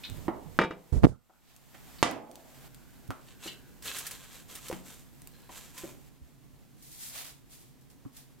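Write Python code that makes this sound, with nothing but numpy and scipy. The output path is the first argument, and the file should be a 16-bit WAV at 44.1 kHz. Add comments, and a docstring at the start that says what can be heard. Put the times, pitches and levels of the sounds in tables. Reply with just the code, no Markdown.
"""Cast iron at a wood stove

A sleeve brushes the microphone as a pot rocks on its trivet, its modes ringing after each impact. The
fire hisses, snaps and whistles with escaping gas; a pan knocks and excites the hollow of the brick stove.
Iron and firewood grind over the gritty hearth with knocks and clinks; cloth swishes in the quiet kitchen.
"""
import sys
import numpy as np
from scipy import signal
from scipy.fft import rfft, irfft
from scipy.io import wavfile
from scipy.ndimage import uniform_filter1d

SR = 44100
rng = np.random.default_rng(int(sys.argv[2]) if len(sys.argv) > 2 else 0)


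def pcm_store(signal):
    """Save signal as 16-bit PCM."""
    levels = np.round(np.clip(np.atleast_2d(signal), -1, 1) * 32767)
    wavfile.write(sys.argv[1], SR, levels.astype(np.int16).T)


N = 370440
TIME = np.arange(N) / SR
AGE = np.arange(32768) / SR  # seconds since an impact


def amp(db):
    """Decibels as an amplitude ratio."""
    return 10 ** (np.asarray(db) / 20)


def unit(x):
    """Normalisation to rms 1."""
    return x / np.sqrt(np.mean(x ** 2))


def along(points, size):
    """Log-frequency interpolation of (Hz, value) points at the bins of a transform."""
    hz, value = np.transpose(points)
    return np.interp(np.log(np.arange(size // 2 + 1) * SR / size + 1), np.log(hz), value)


def colour(x, points):
    """Spectral shaping by (Hz, dB) points."""
    size = x.shape[-1]
    return irfft(rfft(x) * amp(along(points, size)), size)


def spread(pair, width):
    """Mid-side stereo from two uncorrelated signals."""
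    size = pair.shape[-1]
    ratio = amp(along(width, size))
    mid, side = rfft(pair) / np.sqrt(1 + ratio ** 2)
    return irfft(np.array([mid + ratio * side, mid - ratio * side]), size)


def stereo_noise(width, size=len(AGE)):
    """Partly correlated white noise in two channels."""
    return spread(rng.standard_normal((2, size)), width)


def pan(db):
    """Gains for a balance: the level difference, left minus right."""
    return amp(np.array([[db], [-db]]) / 2)


def add(track, s, sound):
    """Superposition of a sound on a track at s seconds."""
    start = max(int(s * SR), 0)
    track[:, start:start + sound.shape[-1]] += sound[..., :N - start]


def flicker(rate_hz, depth_db):
    """Random amplitude modulation."""
    steps = rng.standard_normal(4096)
    return amp(depth_db * np.interp(TIME * rate_hz, np.arange(len(steps)), steps))


def grains(per_s, scatter_db):
    """Shot noise: tiny impulses of unequal size at instants shared by both channels, each with its own random
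    amplitude."""
    sizes = amp(scatter_db * np.minimum(rng.exponential(size=N), 5))
    return unit(rng.standard_normal((2, N)) * sizes * (rng.random(N) < per_s / SR))


def fade(t60):
    """Exponential decay by 60 dB in t60 seconds."""
    return np.exp(-np.log(1000) * AGE / t60)


def contact(points):
    """A minimum-phase pulse, the shortest causal one with a given spectrum; peak 1."""
    size = len(AGE)
    cepstrum = irfft(np.log(amp(along(points, size))))
    causal_fold = 1 + np.sign(np.fft.fftfreq(size))
    pulse = irfft(np.exp(rfft(cepstrum * causal_fold))) * fade(.2)
    return pulse / np.abs(pulse).max()


def ring(modes, ratio=1):
    """Modal decay: each blow lands elsewhere and weights the modes anew."""
    return sum(amp(db + 2 * rng.standard_normal()) * rng.choice([-1, 1])
               * fade(t60) * np.sin(2 * np.pi * hz * ratio * AGE) for hz, db, t60 in modes)


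def body_note(hz, t60):
    """A damped oscillation that builds over half a cycle; peak 1."""
    note = fade(t60) * np.sin(2 * np.pi * hz * AGE) * (1 - np.exp(-2 * hz * AGE))
    return note / np.abs(note).max()


def resonate(x, hz, width):
    """A second-order resonance, gain 1 at its centre."""
    return signal.lfilter(*signal.iirpeak(hz, hz / width, SR), x)


def stroke(rise, hold, sag_db_per_s, release_t60):
    """Friction envelope: a movement gathers speed, slackens steadily, then dies away."""
    age = TIME[:int((rise + hold + release_t60) * SR)]
    attack = np.sin(np.pi / 2 * np.minimum(age / rise, 1)) ** 2
    sag = amp(-sag_db_per_s * np.clip(age - rise, 0, hold))
    release = np.exp(-np.log(1000) * np.maximum(age - rise - hold, 0) / release_t60)
    return attack * sag * release


def stretch_of(texture, gain):
    """A random stretch of a texture, as long as its envelope."""
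    start = rng.integers(N // 2)
    return texture[:, start:start + len(gain)]


# Stereo width of diffuse and of nearby sound. Each row: frequency in Hz, side minus mid in dB.
ECHO_WIDTH = [(60, 2), (200, -6), (500, -5), (1200, -2), (3000, -5.5), (8000, 2), (16000, -4)]
NEAR_WIDTH = [(500, -9), (2000, -19), (4500, -7.5), (12000, -4)]
# Reverberation of the kitchen. Each row: frequency in Hz, t60 in seconds.
KITCHEN_T60 = [(100, .42), (300, .46), (700, .45), (1400, .33), (3000, .28), (7000, .24), (16000, .2)]

def kitchen(early_db=-2, early_t60=0.027):
    """Impulse response: early reflections in the brick alcove, then a tail whose treble dies first."""
    diffuse = rfft(stereo_noise(ECHO_WIDTH))
    late = 0
    for hz, t60 in KITCHEN_T60:
        band = along([(f, f == hz) for f, _ in KITCHEN_T60], len(AGE))
        late = late + irfft(diffuse * band) * unit(fade(t60))
    early = stereo_noise(NEAR_WIDTH) * unit(fade(early_t60))
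    onset = np.minimum(AGE / 0.0036, 1)
    return (late + amp(early_db) * early) * onset / np.sqrt(len(AGE) * (1 + amp(2 * early_db)))


def convolve(x, response):
    """Convolution: how a room or a ringing body answers an excitation."""
    return signal.fftconvolve(np.atleast_2d(x), response, axes=1)[:, :x.shape[-1]]


# The background steps down at 2.68 s and again at 6.09 s. Each row: start in seconds, rumble level in dB, hiss
# level in dB.
BACKGROUND_STEPS = [(0, -52.5, -55.5), (2.68, -54.5, -62.5), (6.09, -58, -67)]
# Spectra of the room's rumble and the fire's hiss. Each row: frequency in Hz, level in dB.
RUMBLE_SPECTRUM = [(20, -7.5), (45, 1), (90, -1.5), (140, 2.5), (280, -6.5), (450, -14), (800, -27),
                   (2000, -35)]
HISS_SPECTRUM = [(290, -39), (500, -9.5), (708, -1.5), (1280, -6), (1510, -8), (1670, -6.5), (1820, -6.5),
                 (5800, -12), (7310, -10.5), (10400, -14), (13100, -10), (16000, -18)]
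# Their stereo width. Each row: frequency in Hz, side minus mid in dB.
AIR_WIDTH = [(40, 3), (140, 10), (280, 4.5), (560, -6), (1500, -5), (4500, -4.5), (12000, -1)]
# Low room modes, and steam in narrow cracks. Each row: centre in Hz, bandwidth in Hz, level in dB.
ROOM_MODES = [(134.1, 22, -66.5), (259.7, 87, -68.5)]
SIZZLE_BANDS = [(7700, 900, -16.5), (13400, 1100, -12.5)]

def background():
    """Filtered noise: the room rumbles and its modes hum under the restless hiss of the fire."""
    starts, rumble_db, hiss_db = np.transpose(BACKGROUND_STEPS)
    step = np.searchsorted(starts[1:], TIME)
    rumble = unit(colour(stereo_noise(AIR_WIDTH, N), RUMBLE_SPECTRUM))
    hum = sum(amp(db) * unit(resonate(resonate(rng.standard_normal(N), hz, width), hz, width))
              for hz, width, db in ROOM_MODES)
    hiss = unit(colour(spread(grains(41000, 1.5), AIR_WIDTH), HISS_SPECTRUM))
    sizzle = sum(amp(db) * unit(resonate(rng.standard_normal(N), hz, width))
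                 for hz, width, db in SIZZLE_BANDS)
    room = rumble * flicker(16, 0.91) * amp(rumble_db)[step] + hum
    fire = (hiss + (TIME < starts[-1]) * sizzle) * flicker(25, 0.85) * amp(hiss_db)[step]
    return pan(-2.2) * room + pan(-1.2) * fire


# Light touches of iron. Each row: start in seconds, relative level in dB, pitch ratio.
CLINKS = [(0.036, -37.5, .97), (0.049, -38, 1), (1.984, -47, 1), (3.441, -47.5, 0.94), (3.476, -37, 0.73),
          (3.491, -42.5, .92), (3.877, -35, 0.69), (4.549, -60, 0.68)]
# Modes of the thin iron. Each row: frequency in Hz, level in dB, t60 in seconds.
CLINK_MODES = [(2300, -11.5, 0.03), (2590, -5, 0.057), (2690, -13, .04), (2990, -5.5, .045),
               (3695, 1.5, 0.07), (3863, 6, 0.034), (4160, -12, 0.035), (4360, 3, 0.061),
               (4540, -14.5, .04), (5430, -16, .04), (8460, -16, .04)]

def clinks():
    """Forced vibration: thin iron parts graze, and the chatter of contacts drives their high modes."""
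    out = np.zeros((2, N))
    for s, db, ratio in CLINKS:
        chatter = rng.standard_normal(len(AGE)) * fade(0.049)
        chatter = chatter / np.linalg.norm(chatter)
        grit = colour(chatter, [(700, -19.5), (1800, -8), (4200, 3.5), (7000, -23), (16000, -36)])
        ringing = convolve(chatter, ring(CLINK_MODES, ratio)[None])
        add(out, s, amp(db) * (ringing + amp(35.5) * grit))
    return amp(-8) * out + amp(-5) * convolve(out, kitchen())


# Sleeve strokes. Each row: start, rise and hold in seconds, sag in dB per second, level in dB.
SLEEVE_STROKES = [(0.069, 0.036, 0.69, 5.5, -45), (0.92, 0.009, 0.054, 33, -16.5),
                  (1.017, 0.031, 0.045, 47, -9)]
# Spectrum of the rubbing. Each row: frequency in Hz, level in dB.
SLEEVE_SPECTRUM = [(20, -8), (60, -5.5), (140, -5.5), (300, -16.5), (600, -24.5), (1200, -39), (2500, -50),
                   (8000, -48), (16000, -63.5)]
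SLIP_START_S, SLIP_LENGTH_S, SLIP_HZ = 1.029, 0.033, 179

def sleeve():
    """Stick-slip friction: a sleeve rubs the microphone and briefly judders, unevenly at each port."""
    out = np.zeros((2, N))
    slip = contact([(20, -14.5), (90, 8), (250, 6.5), (550, -7), (1100, -16), (2300, -27.5),
                    (4500, -38.5), (9000, -53), (16000, -53)])
    ports = np.diag([-amp(-4.5), 1])  # the left is weaker and inverted
    for age in np.arange(0, SLIP_LENGTH_S, 1 / SLIP_HZ):
        force = np.sin(np.pi * age / SLIP_LENGTH_S) ** 2
        for port, jitter_s in zip(ports, 0.00066 * rng.standard_normal(2)):
            add(out, SLIP_START_S + age + jitter_s, amp(25.5) * force * np.outer(port, slip))
    rub = unit(colour(stereo_noise([(50, 2), (1000, -2)], N), SLEEVE_SPECTRUM))
    for s, rise, hold, sag, db in SLEEVE_STROKES:
        gain = stroke(rise, hold, sag, release_t60=0.18)
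        add(out, s, amp(db) * pan(-10) * gain * stretch_of(rub, gain))
    return out


# The loudest snaps of the fire. Each row: start in seconds, relative level in dB.
SNAPS = [(0.099, -31), (0.171, -37), (1.564, -30), (2.112, -12.5), (2.314, -28.5), (2.3562, -23.5),
         (2.7462, -34.5), (3.0776, -42), (5.2192, -38), (5.273, -28)]
# Spectrum of a snap. Each row: frequency in Hz, level in dB.
SNAP_SPECTRUM = [(300, -29.5), (1500, -3.5), (3500, -5), (6000, -3.5), (9000, -1.5), (16000, -6.5)]
TICKS_PER_S, TICK_DB, TICK_SCATTER_DB = 2.8, -47.5, 3

def fire_snaps():
    """Sudden pressure release: gas pockets burst in the wood, as loud snaps among Poisson-timed ticks."""
    out, last_step_s = np.zeros((2, N)), BACKGROUND_STEPS[-1][0]
    gap_draws, level_draws = rng.random((64, 2)).T
    times = np.cumsum(-np.log(gap_draws)) / TICKS_PER_S
    levels = TICK_DB + TICK_SCATTER_DB * (2 * level_draws - 1)
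    ticks = [(s, db) for s, db in zip(times, levels) if s < last_step_s]
    crack = contact(SNAP_SPECTRUM)
    for s, db in SNAPS + ticks:
        burst = unit(colour(stereo_noise(NEAR_WIDTH), SNAP_SPECTRUM)) * fade(0.0091)
        add(out, s, amp(db) * (amp(-9) * crack + amp(-7.5) * burst))
    return out + amp(-3) * convolve(out, kitchen(early_db=1.5))


# Soft bumps at the microphone, and the low ringing body of a knock at 4.74 s.
# Each row: start in seconds, level in dB, frequency in Hz, t60 in seconds, balance in dB.
THUDS = [(0.118, -24, 93, 0.054, -14), (0.456, -32.5, 158, .15, -11), (.925, 0.5, 75.2, 0.044, -18),
         (0.964, 1.5, 54, 0.12, -10), (1.034, 24, 69.4, 0.046, 7), (1.0682, 26.5, 294, 0.006, -17),
         (3.089, -19.5, 106, 0.075, -5), (3.097, -30.5, 265, 0.12, 6), (4.74, -44, 186, 0.7, 5),
         (6.215, -35, 67.5, 0.13, -3), (6.53, -41.5, 89.5, .08, -7), (8.052, -28.5, 117.7, 0.064, -4),
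         (8.06, -30.5, 273, 0.061, 3)]

def thuds():
    """Damped low oscillations, out of phase at the two microphone ports."""
    out, port_phase = np.zeros((2, N)), np.array([[2.1], [0]])
    for s, db, hz, t60, pan_db in THUDS:
        envelope = fade(t60) * (1 - np.exp(-2 * hz * AGE))
        add(out, s, amp(db) * pan(pan_db) * envelope * np.sin(2 * np.pi * hz * AGE + port_phase))
    return out


# Firewood and iron strike brick. Each row: start in seconds, level in dB, body frequency in Hz, its t60
# in seconds, crack in dB re the body, room in dB re the blow, balance in dB.
KNOCKS = [(.281, -20, 770, 0.0028, -11, 12.5, -6.5), (0.282, -10.5, 314, 0.035, -33, -4, -8),
          (1.297, -40.5, 810, 0.0069, -14.5, 7.5, 3.5), (1.744, -53.5, 900, 0.0033, 16.5, 13, -9),
          (3.1058, -27, 1320, 0.0046, 7.5, 0, -3), (3.457, -44.5, 390, 0.0063, -8, 15, -2),
          (4.7, -28.5, 500, 0.038, -10, -6, -1), (4.7137, -30, 910, 0.0035, 6, 0.5, -2),
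          (4.728, -27.5, 316, 0.0086, 5, 0, 1), (5.493, -46.5, 1020, 0.014, 8, 9, -2),
          (5.836, -38, 354, 0.014, -25, 6.5, -1.5), (5.842, -42, 574, 0.019, -3, 6, -4),
          (8.051, -55.5, 1120, 0.011, -13.5, 8, 0)]

def knocks():
    """Heavily damped impact: a body note under a short crack, with a dull thock of the brick."""
    out, room = np.zeros((2, N)), kitchen(early_db=1, early_t60=0.084)
    crack = contact([(100, -16.5), (1200, 3), (2000, 1.5), (4000, -10), (16000, -18.5)])
    thock = contact([(80, -10.5), (250, 1.5), (850, 1), (1700, -8.5), (2600, -20), (9000, -45.5)])
    for s, db, hz, t60, crack_db, room_db, pan_db in KNOCKS:
        blow = amp(1) * body_note(hz, t60) + amp(crack_db) * crack + thock
        reverb = amp(room_db) * convolve(blow, room)
        add(out, s, amp(db) * (pan(pan_db) * blow + pan(pan_db / 2) * reverb))
    return out


# The pot meets the trivet. 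Each row: start in seconds, level in dB, ring gain in dB, room gain in dB.
POT_BLOWS = [(0.5895, 17, -1, -6.5), (0.599, -11, -17.5, -5.5), (0.6147, 2, 12, 3.5),
             (.619, -7.5, 10.5, 1.5), (0.6368, -0.5, 11.5, -3), (0.648, -4, 8, -16.5),
             (0.708, -17, 17.5, 4.5), (0.711, -12.5, -13, -7.5)]
# Spectrum of the contact. Each row: frequency in Hz, level in dB.
POT_SPECTRUM = [(40, -20.5), (130, -9.5), (300, 4.5), (650, 0), (1200, -3.5), (1750, -12), (2200, -13.5),
                (4500, -22.5), (8000, -37), (16000, -62.5)]
# Modes of the pot. Each row: frequency in Hz, level in dB, t60 in seconds.
POT_MODES = [(163, -33, 0.39), (187.9, -28, 0.32), (330, -26.5, 0.13), (375, -29, .12), (434.8, -21, 0.07),
             (508, -33.5, 0.23), (875, -40, .15), (903, -32.5, 0.13), (1215, -28, 0.12), (1490, -36, .1),
             (1750, -36.5, .1), (1900, -41, .1), (2342, -34.5, 0.16), (2860, -35.5, .1), (2880, -42, 0.13),
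             (3295, -50, 0.17), (3780, -45, 0.16), (5000, -51, 0.15)]

def pot():
    """Impulse excitation: the heavy pot lands and rocks, and each blow rings its modes briefly."""
    out, alcove = np.zeros((2, N)), kitchen(early_db=9.5, early_t60=0.11)
    # the contact builds over about a millisecond and kicks the iron wall through a few swings
    clack = np.sin(2 * np.pi * 1400 * AGE) * np.exp(-((AGE - .0009) / 0.00058) ** 2)
    blow = amp(-5) * contact(POT_SPECTRUM) + amp(-3.5) * clack + amp(-14) * body_note(hz=320, t60=.01)
    clatter = amp(3) * contact([(60, -20), (200, 2.5), (450, 6), (700, 0.5), (1300, -2.5), (2500, -6),
                                (4000, -17.5), (8000, -34.5), (16000, -48.5)])
    reverb = convolve(clatter, alcove)
    rattle = colour(rng.standard_normal((2, len(AGE))),
                    [(1500, -20), (2700, -9), (5000, -5.5), (8000, -13), (16000, -33.5)]) * fade(.07)
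    for s, db, ring_db, room_db in POT_BLOWS:
        ringing = ring(POT_MODES) + amp(-30) * rattle
        add(out, s, amp(db) * (blow + amp(ring_db) * ringing + amp(room_db) * reverb))
    return out


# Damp wood sings. Each row: start and length in seconds, first and last pitch in Hz, relative level in dB.
WHISTLES = [(1.098, 0.069, 1616, 1143, -39), (1.278, 0.121, 1318, 1490, -51.5),
            (2.376, 0.88, 1510, 1504, -67.5), (3.25, 0.586, 1580, 1527, -64)]

def steam_whistles():
    """Flow tones: steam escaping the firewood swells, glides and fades, roughened by noise modulation."""
    lowpass = signal.butter(2, 100, fs=SR, output="sos")
    roughness = unit(signal.sosfilt(lowpass, rng.standard_normal(N)))
    tone = np.zeros((1, N))
    for s, length, first_hz, last_hz, db in WHISTLES:
        progress = TIME[:int(length * SR)] / length
        hz = first_hz + (last_hz - first_hz) * progress
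        add(tone, s, amp(db) * np.sin(np.pi * progress) * np.sin(2 * np.pi * np.cumsum(hz) / SR))
    tone = tone * roughness
    return amp(-1.5) * tone + amp(-5) * convolve(tone, kitchen())


# Cloth slides. Each row: start, rise and hold in seconds, sag in dB per second,
# rustle gain in dB, body gain in dB.
SWISHES = [(1.383, 0.12, 0.041, 91, -66.5, -53.5), (6.72, 0.26, 0.021, 30, -54, -68.5),
           (6.955, 0.085, 0.057, 57, -44, -56), (7.079, 0.12, 0.11, 92, -45, -45),
           (7.475, .06, 0.15, 65.5, -56.5, -63), (8.1, 0.089, .02, 82, -58.5, -61)]
# Folds flick. Each row: start in seconds, level in dB.
FLICKS = [(6.824, -52), (6.915, -50), (7.81, -65), (7.901, -58.5), (8.166, -48.5)]
# Spectra of the rustle and its body. Each row: frequency in Hz, level in dB.
RUSTLE_SPECTRUM = [(1180, -20), (2000, -6), (2880, -8), (3460, -2.5), (4860, -1.5), (5440, -2), (7510, 1.5),
                   (15100, 0), (16000, -15)]
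CLOTH_BODY_SPECTRUM = [(300, -15), (650, -1), (1200, -3), (2300, -1.5), (4000, -1), (8000, -9)]
# Their stereo width. Each row: frequency in Hz, side minus mid in dB.
CLOTH_WIDTH = [(600, -1.5), (2500, -4.5), (8000, 2.5), (14000, 2.5)]

def cloth():
    """Friction noise: countless fibres slip past each other; pressure adds body, and folds flick."""
    rustle = amp(2.5) * unit(colour(spread(grains(20000, 1.4), CLOTH_WIDTH), RUSTLE_SPECTRUM))
    body = amp(1) * pan(-2.9) * unit(colour(spread(grains(12000, 1.3), CLOTH_WIDTH), CLOTH_BODY_SPECTRUM))
    out, flick = np.zeros((2, N)), fade(0.2)
    for s, rise, hold, sag, rustle_db, body_db in SWISHES:
        gain = stroke(rise, hold, sag, release_t60=0.28)
        fibres = amp(rustle_db) * stretch_of(rustle, gain) + amp(body_db) * stretch_of(body, gain)
        add(out, s, gain * fibres)
    for s, db in FLICKS:
        add(out, s, amp(db) * flick * unit(stretch_of(rustle, flick)))
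    return out * flicker(34, 1)


# The pan is put down. Each row: start in seconds, level in dB, balance in dB.
PAN_HITS = [(2.0279, 18.5, -5.5)]
# Modes of the pan. Each row: frequency in Hz, level in dB, t60 in seconds.
PAN_MODES = [(260, -46, 1), (620, -52, 1), (580, -41, 0.21), (652, -41.5, 0.78), (700, -19.5, 0.18),
             (757, -54, 1), (846, -40.5, 0.66), (1156, -16, 0.13), (1980, -24.5, 0.26), (2490, -57, 0.25),
             (3640, -33.5, 0.22), (4600, -41, .18)]
# Spectra of the contact and of the stove's hollow. Each row: frequency in Hz, level in dB.
PAN_SPECTRUM = [(40, -13), (140, 0), (280, 3), (450, -0.5), (700, 2), (1150, 0), (1550, -3.5), (2500, -4),
                (4000, -11), (7300, -13.5), (10000, -21.5), (16000, -43)]
HOLLOW_SPECTRUM = [(100, -17.5), (280, 1.5), (420, -6.5), (660, 0), (900, -10), (1300, -17.5),
                   (3000, -48.5)]

def pan_knock():
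    """Impact and cavity resonance: the pan hits a ledge on the right; it, the stove and the room ring."""
    out, room = np.zeros((2, N)), kitchen(early_db=4.5, early_t60=.03)
    hollow = unit(colour(stereo_noise(ECHO_WIDTH), HOLLOW_SPECTRUM)) * fade(t60=0.74)
    blow = contact(PAN_SPECTRUM)
    clack = amp(-12.5) * body_note(hz=900, t60=0.003)
    for s, db, pan_db in PAN_HITS:
        tail = amp(-7.5) * ring(PAN_MODES) + amp(-39) * hollow + amp(4) * convolve(blow, room)
        add(out, s, amp(db) * (pan(pan_db) * (blow + clack) + pan(-3.5) * tail))
    return out


# Pushes over the hearth, and a faint rough whine at 5.32 s.
# Each row: start, rise and hold in seconds, sag in dB per second, grinding gain in dB,
# sand gain in dB, pitch ratio of the modes, their level in dB re the grit.
DRAGS_AND_WHINE = [(3.247, 0.038, 0.035, 16, -59.5, -67, 1, -12),
                   (3.375, 0.1, 0.046, 193, -47.5, -47, 1.5, -15),
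                   (3.812, 0.06, 0.45, 33, -43.5, -41.5, 0.94, -8),
                   (4.305, 0.045, 0.057, 50, -58, -53, .9, -12),
                   (4.474, 0.026, 0.27, 9, -55, -50, 0.7, -11),
                   (4.818, 0.077, 0.12, 85.5, -60, -49.5, .85, -5),
                   (5.318, 0.028, 0.11, 15, -63.5, -78, .95, 0),
                   (5.466, 0.12, 0.12, 65, -54.5, -49.5, .92, -15),
                   (5.719, 0.072, 0.13, 88, -53, -47.5, 0.56, -4)]
# Spectra of coarse grit and fine sand. Each row: frequency in Hz, level in dB.
GRIT_SPECTRUM = [(200, -45), (450, -3), (700, -13), (1000, -1.5), (1700, -5.5), (2400, -4), (3300, 0),
                 (5400, -11), (8000, -7), (16000, -54)]
SAND_SPECTRUM = [(2500, -2.5), (5000, -4), (7500, 2.5), (10000, -3.5), (13000, -0.5), (16000, -13)]
# Modes of the dragged load. Each row: centre in Hz, bandwidth in Hz, gain in dB.
LOAD_MODES = [(1765, 110, 16), (3070, 29, -3), (3630, 54, -18), (4290, 44, 17), (4400, 64, 13),
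              (5120, 22, -31), (5640, 40, -34)]
# The largest grains catch. Each row: start in seconds, level in dB.
CATCHES = [(3.479, -34), (3.8234, -32), (3.856, -28), (3.877, -31), (3.9661, -24.5), (3.985, -20),
           (4.067, -21), (4.1103, -23.5), (4.553, -26.5), (4.6832, -25.5), (5.7443, -42), (5.778, -28)]

def drags_and_whine():
    """Granular friction: grit rings the load, sand hisses, large grains snap; a faint whine joins in."""
    coarse = unit(colour(spread(grains(2200, 2.4), NEAR_WIDTH), GRIT_SPECTRUM))
    fine = unit(colour(spread(grains(7000, 2.4), NEAR_WIDTH), SAND_SPECTRUM))
    out = np.zeros((2, N))
    for s, rise, hold, sag, grind_db, sand_db, ratio, ring_db in DRAGS_AND_WHINE:
        gain = stroke(rise, hold, sag, release_t60=0.24)
        grit = stretch_of(coarse, gain)
        ringing = unit(sum(amp(db) * resonate(grit, hz * ratio, width) for hz, width, db in LOAD_MODES))
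        grinding = unit(grit + amp(ring_db) * ringing)
        add(out, s, gain * (amp(grind_db) * grinding + amp(sand_db) * stretch_of(fine, gain)))
    out = amp(-1.03) * out * flicker(50, 1.8)
    for s, db in CATCHES:
        burst = colour(stereo_noise(NEAR_WIDTH), SNAP_SPECTRUM)
        add(out, s, amp(db) * burst / np.abs(burst).max() * fade(0.091))
    return pan(-0.79) * (out + amp(-9) * convolve(out, kitchen()))


def scene():
    """Superposition of impacts, fire, friction and background."""
    impacts = pot() + pan_knock() + knocks() + clinks() + thuds()
    fire = fire_snaps() + steam_whistles()
    return impacts + fire + drags_and_whine() + cloth() + sleeve() + background()


def gain_control(x, threshold_db=-35.5, share=0.49, recovery_db_per_s=30, window_s=0.011):
    """Compression: the gain drops for a loud blow and creeps back, so the fire sinks and swells again."""
    power = uniform_filter1d(np.mean(x ** 2, axis=0), int(window_s * SR))
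    excess_db = np.maximum(10 * np.log10(np.maximum(power, 1e-12)) - threshold_db, 0)
    recovered_db = recovery_db_per_s * TIME
    cut_db = np.maximum.accumulate(share * excess_db + recovered_db) - recovered_db
    return x * amp(-uniform_filter1d(cut_db, size=128))


def record(dry):
    """Automatic gain control, hard limiting at full scale, then a steep low-pass at 16.1 kHz."""
    lowpass = signal.ellip(10, .2, 70, 16100, fs=SR, output="sos")
    return signal.sosfilt(lowpass, np.clip(gain_control(dry), -1, 1))


dry = scene()
out = record(dry)
pcm_store(out)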